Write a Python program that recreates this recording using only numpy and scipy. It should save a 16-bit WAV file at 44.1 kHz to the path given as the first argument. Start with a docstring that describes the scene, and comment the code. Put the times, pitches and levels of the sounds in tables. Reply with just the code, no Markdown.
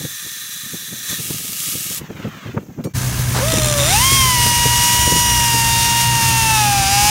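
"""A hissing, spitting oxygen cutting jet, in gusty wind: filtered turbulence that rings in the kerf until it breaks through.
It is shut off, leaving a soft flame of filtered noise that swings away, and metal clinks as a bank of decaying modes.
Abruptly a second scene: beside a petrol engine (harmonics of the crank rate and throbbing clatter) a cut-off tool spins up.
Its vane whine rises and sags with the rotor speed, over wheel buzz, knocks on the tube and grinding noise.
Wind buffets, short swells of low-pitched noise, run through both scenes."""
import sys
import numpy as np
from scipy import signal
from scipy.fft import rfft, irfft, next_fast_len
from scipy.io import wavfile
from scipy.ndimage import uniform_filter1d

SR = 44100
rng = np.random.default_rng(int(sys.argv[2]) if len(sys.argv) > 2 else 0)


def store_wav(level_fs):
    """Save 16-bit WAV to argv[1]."""
    pcm = np.round(np.clip(np.atleast_2d(level_fs), -1, 1) * 32767)
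    wavfile.write(sys.argv[1], SR, pcm.T.astype(np.int16))


N = 313093
TIME = np.arange(N) / SR   # [s]

# cut-off tool
TRIGGER_S = 3.34
SEAT_S = 3.8   # the wheel begins to settle into its groove, still knocking at first
WORKING_TURNS = 240   # turns per s
VANES = 4


def cutting_jet():
    """Turbulent jet noise: cavity resonances colour it in the kerf, until it breaks through; molten slag spits in it."""
    # spectrum of the jet in the kerf: (frequency [Hz], relative level per Hz [dB])
    kerf_jet = [(200, -28), (700, -21), (950, -17.5), (1200, -3.5), (2000, -7), (2800, -5), (4300, -3),
                (4800, -3), (7800, -1.5), (10000, -0.5), (13000, 0), (16000, -3)]
    # air resonances of the kerf: (frequency [Hz], width [Hz], height [dB])
    kerf_resonances = [(1820, 250, 15), (2430, 110, 8.5), (3510, 400, 11), (3970, 280, 10),
                       (5750, 200, 8.5), (6310, 340, 10.5), (7200, 330, 6), (8670, 180, 4), (11600, 200, 1)]
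    # spectrum of the jet blowing free: (frequency [Hz], relative level per Hz [dB])
    free_jet = [(200, -26), (600, -18), (1000, -17.5), (1250, -3.5), (1500, -9.5), (1800, -4), (2100, -5),
                (2800, 0.5), (3600, 0.5), (4500, -1), (6500, 2.5), (9500, 2), (13000, 1.5), (16000, -2)]
    # the jet flares or chokes as it meets the metal: (time [s], change [dB], half length [s])
    flares = [(.92, -1.8, 0.045), (1.115, 6.5, 0.05), (1.45, -1, 0.078), (1.69, 2.5, 0.11), (1.9, 1.3, .05)]
    kerf_db, free_db = -28.5, -25
    off_s, fade_s = 1.985, 0.0094

    through = ramp(1.14, 0.08)
    level_db = kerf_db + (free_db - kerf_db) * through + swells(flares)
    level_db = level_db + .5 * drift(25)
    in_kerf = coloured(kerf_jet, kerf_resonances, crackling(per_s=400, spread_db=1.5, grain_db=-9.5))
    free = coloured(free_jet, source=crackling(per_s=600, spread_db=4.5, grain_db=-7.5))
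    jet = np.sqrt(1 - through) * in_kerf + np.sqrt(through) * free   # equal-power crossfade
    valve = np.exp(-np.maximum(TIME - off_s, 0) / fade_s)
    return valve * from_db(level_db) * jet


def flame():
    """Combustion noise flutters over thin nozzle hiss; a delayed ground echo combs both, sliding as the torch swings away."""
    # rush of the preheat flame: (frequency [Hz], relative level per Hz [dB])
    flame_rush = [(300, -22), (800, -2), (1300, 4), (2300, -0.5), (3200, -2.5), (4500, -11.5),
                  (8000, -20.5), (16000, -48)]
    # hiss of its nozzles: (frequency [Hz], relative level per Hz [dB])
    nozzle = [(2000, -21), (5000, -2), (6300, 9.5), (7700, 1), (9300, -24), (11000, -6), (13000, -1),
              (14600, 6), (16000, -1)]
    rush_near_db, rush_far_db = -44.5, -56.5
    hiss_near_db, hiss_far_db = -50.5, -55

    away = ramp(2.475, 0.18)
    swing_db = 5 * ramp(2.15, 0.037)   # swung through the air, the flame roars up
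    rush_db = (rush_near_db + swing_db) * (1 - away) + rush_far_db * away
    hiss_db = hiss_near_db * (1 - away) + hiss_far_db * away
    rush = from_db(rush_db + 1.8 * drift(25)) * coloured(flame_rush)
    hiss = from_db(hiss_db) * coloured(nozzle)
    direct = ramp(1.9, 0.083) * (rush + hiss)
    echo_s = .001 + .0015 * ramp(2, .8)
    echo = .45 * np.interp(TIME - echo_s, TIME, direct)
    return direct + echo


def clink(ring_db, crack_db):
    """Modal excitation: a short scraping contact sets steel ringing."""
    # metal on metal: (time [s], relative level [dB])
    contacts = [(2.8398, -22)]
    # modes of the steel: (frequency [Hz], relative level [dB], 60 dB decay time [s])
    clink_modes = [(2324, -5, 0.28), (2420, -12, .15), (4270, -7, 0.15), (4440, 0, .13), (5750, 8, 0.091),
                   (6675, 1, 0.082), (7500, -2, .08), (8920, 3, .08), (10100, -8, .07), (11810, -8, .08)]
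    force = scrapes(contacts, contact_s=.013)
    return from_db(ring_db) * ring(force, clink_modes) + from_db(crack_db) * force


def cut_off_tool():
    """Sound locked to rotation: rotor whine, wheel buzz, and grit tearing at the steel in step with the turning wheel."""
    # spectrum of the grinding noise: (frequency [Hz], relative level per Hz [dB])
    grind = [(300, -8.5), (700, -16), (1500, -5.5), (2700, 1), (3400, 2), (4400, -5), (5200, 3),
             (5850, 5.5), (6800, 1), (7700, -2.5), (9000, 4), (10500, -2), (13500, -5.5), (16000, -7)]
    # the wheel bites harder or eases off: (time [s], change [dB], half length [s])
    bites = [(3.98, 3, .11), (4.46, 2, 0.067), (4.88, 2, 0.099), (6.0, 1, .04), (6.09, -1.8, .05),
             (6.55, 0.5, 0.37), (7.05, 3, 0.13)]
    turns = rotor_speed()
    seated = ramp(SEAT_S, 0.15)
    # louder with speed, 6 dB per octave; the wheel grinds less until it has settled
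    grind_db = -16.5 + 6 * np.log2(turns / WORKING_TURNS) - 4 * (1 - seated) + swells(bites)
    # buzz relative to grinding noise; it grows 1 dB per s as the groove deepens
    unseated_db, seated_db = -15, -1.5 + 1 * (TIME - SEAT_S)
    buzz_db = unseated_db * (1 - seated) + seated_db * seated
    # the wheel chatters in the cut, which blurs the high harmonics
    chatter = .0009 * drift(54.2)   # as a share of the speed
    angle = 2 * np.pi * np.cumsum(turns * (1 + chatter)) / SR
    buzz = wheel_buzz(angle, turns, vane_db=1.5)
    grit = crackling(per_s=1900, spread_db=6.5, grain_db=-6) * (1 + 0.17 * np.cos(angle))
    grinding = coloured(grind, source=grit) + from_db(buzz_db) * buzz
    grinding = grinding / np.sqrt(1 + from_db(2 * buzz_db))   # the mix keeps its power
    work = from_db(grind_db + 0.77 * drift(15)) * grinding
    return ramp(TRIGGER_S + 0.017, 0.073) * (vane_whine(angle, turns) + work)


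def rotor_speed():
    """Rotational inertia: the speed, in turns per second, rounds every change."""
    # (time [s], speed before rounding [turns per s])
    speed = [(3.33, 70), (3.4, 118), (3.48, 164), (3.84, 139.4), (4.04, 264), (4.14, 273), (4.39, 241),
             (4.56, 238.6), (5.16, 242), (5.3, 239.5), (5.62, 231), (5.95, 234), (6.09, 234), (6.42, 226),
             (6.54, 219.5), (6.67, 206), (6.85, 194), (6.96, 202), (7.1, 210)]
    inertia_s = .05
    return uniform_filter1d(in_time(speed)[0], size=int(inertia_s * SR))


def vane_whine(angle, turns, count=3):
    """Vane-passing tones swell as they cross the resonances of the rotor chamber; a slow rotor sounds duller."""
    # smooth response of the rotor chamber: (frequency [Hz], level [dB])
    chamber = [(400, -28), (900, -29), (1300, -30.5), (3400, -33.5)]
    # its resonances: (frequency [Hz], width [Hz], height [dB])
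    chamber_peaks = [(551, 63, 7.5), (826, 190, 10.5), (1038, 170, 8), (2094, 330, 7.5), (2655, 210, 8.5),
                     (2890, 250, 6), (3200, 240, 12.5)]
    # below 212 turns per s each further harmonic loses 10.5 dB per octave of speed
    dull_db = 10.5 * np.minimum(np.log2(turns / 212), 0)
    out = np.zeros(N)
    for overtone in range(count):
        k = VANES * (overtone + 1)
        level_db = response_db(chamber, chamber_peaks, k * turns) + overtone * dull_db + 0.62 * drift(18)
        out += np.sqrt(2) * from_db(level_db) * np.sin(k * angle)
    return out


def wheel_buzz(angle, turns, vane_db, count=80):
    """Harmonics of the turning rate under a fixed spectral envelope, brighter with speed; those of the vanes stand out."""
    # smooth response of the housing: (frequency [Hz], relative level [dB])
    housing = [(300, -24), (650, -18), (1000, -7), (1500, -11), (2000, -3), (2800, 0), (3400, -4),
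               (4100, -1), (5000, 0), (6500, 1), (8000, -2), (9200, 2), (10200, -5), (13000, -4),
               (16000, -11)]
    # broad peaks on it, where harmonics of the vanes sound strong at working speed:
    # (frequency [Hz], width [Hz], height [dB])
    broad_peaks = [(1300, 150, 9), (2170, 160, 3), (2680, 140, 4), (3700, 180, 5), (4950, 350, 5),
                   (5750, 200, 7), (6760, 250, 7), (7580, 120, 7), (8650, 250, 4), (10700, 300, 4),
                   (12400, 250, 3)]
    # the buzz tilts about the pivot, by so many dB per octave for each doubling of speed
    pivot_hz, brightening_db = 5500, 11
    stress_db_per_octave = 26   # vane harmonics stand out more above the working speed

    out, hz = np.zeros(N), np.arange(SR)
    envelope_db = response_db(housing, broad_peaks, hz)
    slowest = turns[TIME > SEAT_S].min()
    octaves = np.log2(np.maximum(turns, slowest) / WORKING_TURNS)
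    stress_db = vane_db + stress_db_per_octave * np.maximum(octaves, 0)
    for k in range(2, count):
        on_vane = k % VANES == 0
        if on_vane and k <= 3 * VANES:
            continue   # these belong to the vane whine
        waver = np.exp(.3 * drift(1.2))
        tilt_db = brightening_db * octaves * (octaves + np.log2(k * WORKING_TURNS / pivot_hz))
        level_db = envelope_db[(k * turns).astype(int)] + tilt_db + stress_db * on_vane
        out += from_db(level_db) * waver * np.sin(k * angle + rng.uniform(0, 2 * np.pi))
    return out / np.std(out[TIME > SEAT_S])


def knocks(ring_db, crack_db):
    """Impacts locked to rotation ring the tube: every third turn, then every second, then every turn."""
    # bouncing of the wheel: (start [s], end [s], hop [turns], relative level [dB])
    bounces = [(3.483, 3.565, 3, -6.5), (3.571, 3.605, 2, -6), (3.619, 3.739, 2, -4.5),
               (3.778, 3.942, 1, -6.5)]
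    # tube modes: (frequency [Hz], relative level [dB], 60 dB decay time [s])
    tube = [(2740, -15, 0.036), (3615, -9, 0.056), (3740, -6.5, 0.057), (4150, -7.5, .04), (5300, -18, .03),
            (6000, -1.5, 0.016), (7220, 0.5, 0.015), (7510, -1, 0.013), (8550, 1.5, 0.01),
            (9700, -3, 0.0091), (10950, -3, 0.013)]
    turned = np.cumsum(rotor_speed()) / SR
    hits = []
    for start, end, hop, level_db in bounces:
        first, last = np.interp([start, end], TIME, turned)
        marks = np.arange(first, last, max(round(hop), 1))
        for s in np.interp(marks, turned, TIME):
            hits.append((s, level_db + 1.0 * rng.standard_normal()))   # 1 dB spread
    force = scrapes(hits, contact_s=0.0025)
    return from_db(ring_db) * ring(force, tube) + from_db(crack_db) * force


def start_rush(level_db, swell_s):
    """Flow noise: as the trigger opens, air rushes through the still slow rotor, swells and dies."""
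    # (frequency [Hz], relative level per Hz [dB])
    rush_colour = [(200, -14), (500, 3), (1000, 1.5), (1700, -2), (2300, -8), (4000, -6.5), (8000, -10),
                   (16000, -20)]
    age = np.maximum(TIME - TRIGGER_S, 0) / swell_s
    swell = age * np.exp(1 - age)
    rush = coloured(rush_colour, source=crackling(per_s=250, spread_db=1, grain_db=-9))
    return from_db(level_db) * swell * rush


def engine():
    """A four-stroke fires every second turn, so exhaust lines fall on half orders; clatter throbs with the crank."""
    # (time [s], crank speed [turns per s], exhaust level [dB])
    crank = [(2.95, 64, -21.5), (3.15, 62, -21), (3.5, 61.2, -20), (3.8, 63, -24.5), (5, 59.5, -26),
             (6, 61, -22), (6.6, 61.6, -22.5), (7.1, 61, -25.5)]
    # exhaust lines: (multiple of crank rate, relative level [dB])
    orders = [(1, -26), (1.5, -22), (2, 1.5), (2.5, -13), (3, -11.5), (3.5, -16.5), (4, -15.5), (4.5, -34),
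              (5.5, -26.5)]
    # engine clatter and rumble: (frequency [Hz], relative level per Hz [dB])
    clatter_colour = [(15, -46), (25, -16), (91, -13), (122, -4.5), (152, -10), (458, -28), (1540, -22.5),
                      (1710, -24), (1960, -25), (4280, -30), (6410, -26), (15600, -38.5)]
    # ringing covers: (frequency [Hz], width [Hz], height [dB])
    cover_peaks = [(790, 59, 7), (930, 100, 2.5), (1760, 60, 8), (6370, 600, 5), (9700, 830, 7)]
    turns, level_db = in_time(crank)
    angle = 2 * np.pi * np.cumsum(turns * (1 + 0.0036 * drift(4.4))) / SR
    exhaust = np.zeros(N)
    for order, db in orders:
        half_order = round(2 * order) / 2
        phase = rng.uniform(0, 2 * np.pi)
        exhaust += from_db(db + 1.8 * drift(4.1)) * np.sin(half_order * angle + phase)
    clatter = reflected(coloured(clatter_colour, cover_peaks)) * (1 + 0.21 * np.cos(angle))
    return from_db(level_db) * exhaust + from_db(-25.5) * clatter


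def buffets(level_db, lag_s, core_db, core_s):
    """Eddy pressure on the microphone port: each eddy swells and dies; the stronger it is, the harsher its middle."""
    # (time [s], relative peak level [dB])
    eddies = [(.01, -22), (0.046, -16.5), (.264, -28.5), (0.739, -20), (.925, -23.5), (1.125, -21),
              (1.196, -21.5), (1.303, -15), (1.749, -20.5), (1.91, -25), (2.007, -21.5), (2.101, -18),
              (2.2, -22), (2.248, -15.5), (2.27, -18), (2.459, -19), (2.488, -18.5), (2.543, -22),
              (2.572, -9), (2.694, -25), (2.785, -17.5), (2.799, -18), (2.852, -14.5), (2.867, -15),
              (3.39, -16.5), (3.533, -9), (3.577, -12), (4.117, -15), (4.462, -15), (4.655, -9),
              (5.072, -12), (5.119, -12), (5.16, -14.5), (5.542, -17)]
    # spectrum of a buffet: (frequency [Hz], relative level per Hz [dB])
    buffet_colour = [(30, -46), (70, -9), (130, 5), (220, 1), (350, -5), (600, -21), (1000, -26.5),
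                     (2000, -56), (5000, -75)]
    # spectrum of its fast middle: (frequency [Hz], relative level per Hz [dB])
    eddy_core = [(150, -20), (300, -4), (480, 9.5), (700, -7.5), (1200, -12.5), (2500, -26), (6000, -59)]
    swell_s = 0.0097   # time in which an eddy swells, and dies
    air, fast_air, out = coloured(buffet_colour), coloured(eddy_core), np.zeros(N)
    for s, peak_db in eddies:
        near = slice(max(int((s - .1) * SR), 0), int((s + .15) * SR))
        away = np.abs(TIME[near] - s - lag_s)
        lump = air[near] * np.exp(-away / swell_s)
        core = fast_air[near] * np.exp(-away / core_s)
        out[near] += from_db(peak_db + level_db) * lump / np.abs(lump).max()
        out[near] += from_db(1.58 * peak_db + core_db) * core / np.abs(core).max()
    return out


def rumble():
    """Low-frequency turbulence: deep gusting wind on the microphone."""
    # (time [s], mean level [dB])
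    rumble_level = [(2.96, -25.5), (3.5, -23), (3.9, -22), (4.35, -21.5), (4.75, -25), (5.2, -25.5),
                    (7.1, -26.5)]
    # (frequency [Hz], relative level per Hz [dB])
    rumble_colour = [(20, -20), (35, -19), (55, 2), (90, 0.5), (150, -11), (300, -18.5), (800, -27)]
    return from_db(in_time(rumble_level)[0] + 2.2 * drift(14)) * coloured(rumble_colour)


def breeze():
    """Randomly modulated turbulence: light lumpy wind between the buffets."""
    # the wind freshens: (time [s], mean level [dB])
    breeze_level = [(0, -49.5), (.45, -52), (.85, -47), (1.35, -37.5), (1.7, -43.5), (2.1, -35.5),
                    (2.9, -45)]
    # (frequency [Hz], relative level per Hz [dB])
    breeze_colour = [(25, -40), (60, -19), (120, 4), (200, 0), (350, -10), (700, -19), (2000, -40)]
    return from_db(in_time(breeze_level)[0] + 4.6 * drift(42)) * coloured(breeze_colour)


def reflected(x):
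    """Comb filtering: short echoes off near surfaces ripple the spectrum."""
    # reflections off the plate and frame: (delay [s], gain)
    reflections = [(.0018, .2), (.00313, .2), (.0053, -.18), (.0077, .14)]
    return x + sum(gain * np.interp(TIME - delay, TIME, x, left=0) for delay, gain in reflections)


def ring(drive, modes):
    """Modal synthesis: each mode of a steel part is a damped resonator; a unit click sets it ringing at its level."""
    out = np.zeros(N)
    for hz, db, t60 in modes:
        r, w = from_db(-60 / (t60 * SR)), 2 * np.pi * hz / SR
        resonator = [1, -2 * r * np.cos(w), r * r]
        out += from_db(db) * signal.lfilter([0, np.sin(w)], resonator, drive + 1e-18)
    return out


def scrapes(events, contact_s):
    """Contact force: each event is a short rough burst of given energy, dying exponentially."""
    out, age = np.zeros(N), TIME[:SR // 8]
    for s, level_db in events:
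        burst = rng.standard_normal(len(age)) * np.exp(-age / contact_s)
        start = int(s * SR)
        out[start:start + len(age)] += from_db(level_db) * burst / np.linalg.norm(burst)
    return out


def crackling(per_s, spread_db, grain_db):
    """Shot noise: white turbulence with tiny bursts of uneven size at random times."""
    sizes = from_db(spread_db * np.minimum(rng.exponential(1, N), 4))
    clicks = sizes * (rng.random(N) < per_s / SR)
    decay = np.exp(-1 / (0.00029 * SR))   # 0.29 ms
    bursts = signal.lfilter([1], [1, -decay], clicks + 1e-18)
    return rng.standard_normal(N) + from_db(grain_db) * rms_one(bursts * rng.standard_normal(N))


def coloured(spectrum, resonances=(), source=None):
    """Source-filter principle: turbulence (or another source) shaped by a spectrum and its resonances; rms 1."""
    size = next_fast_len(N)
    hz = np.arange(size // 2 + 1) * SR / size
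    gain = from_db(response_db(spectrum, resonances, hz)) * (hz > 30)
    source = rng.standard_normal(N) if source is None else source
    return rms_one(irfft(rfft(source, size) * gain, size)[:N])


def response_db(spectrum, peaks, hz):
    """Spectral envelope: bell-shaped peaks stand on a smooth spectrum, in dB."""
    bells = sum(db / (1 + (2 * (hz - centre) / width) ** 2) for centre, width, db in peaks)
    return at_hz(spectrum, hz) + bells


def at_hz(points, hz):
    """Interpolation on a log-frequency axis: read a spectrum."""
    f, db = np.transpose(points)
    return np.interp(np.log(hz + 1e-3), np.log(f), db)


def drift(rate):
    """Low-passed noise: slow chance of spread 1, computed at every 40th sample and interpolated."""
    r = np.exp(-80 * np.pi * rate / SR)
    noise = rng.standard_normal(N // 40 + 2002)
    slow = signal.lfilter([1], [1, -2 * r, r * r], noise)[2000:]   # past the filter's onset
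    return np.interp(np.arange(N) / 40, np.arange(len(slow)), rms_one(slow))


def swells(rows):
    """Amplitude envelope: bell-shaped changes of level, in dB."""
    return sum(db * np.exp(-((TIME - s) / length) ** 2) for s, db, length in rows)


def ramp(start, length):
    """Linear envelope: 0 before start, 1 a length later."""
    return np.clip((TIME - start) / length, 0, 1)


def in_time(rows):
    """Linear interpolation: each column of a curve at every sample."""
    s, *columns = np.transpose(rows)
    return [np.interp(TIME, s, c) for c in columns]


def from_db(db):
    """Logarithmic level: decibels to gain."""
    return 10 ** (np.asarray(db) / 20)


def rms_one(x):
    """Normalisation: scale to rms 1."""
    return x / np.sqrt(np.mean(x ** 2) + 1e-20)


def scene():
    """Superposition: torch first, then an abrupt change to the cut-off tool; both channels alike."""
    change_s = 2.935
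    torch = reflected(cutting_jet()) + flame() + breeze() + clink(ring_db=-17.5, crack_db=14.5)
    tool = start_rush(level_db=-19.5, swell_s=0.029) + cut_off_tool() + knocks(ring_db=-11, crack_db=5.0)
    yard = engine() + rumble() + tool
    wind = buffets(level_db=-1.0, lag_s=0.0056, core_db=2.5, core_s=0.0056)
    fade_out, fade_in = 1 - ramp(change_s - .02, 0.023), ramp(change_s, .025)
    mono = torch * fade_out + yard * fade_in + wind
    return np.stack([mono, mono])


def record(dry):
    """Saturation and band limiting: peaks are rounded, the top is cut above 15750 Hz."""
    top_cut = signal.ellip(12, .1, 80, 15750, fs=SR, output="sos")
    return signal.sosfilt(top_cut, 1.095 * np.tanh(dry / 1.102))


dry = scene()
out = record(dry)
store_wav(out)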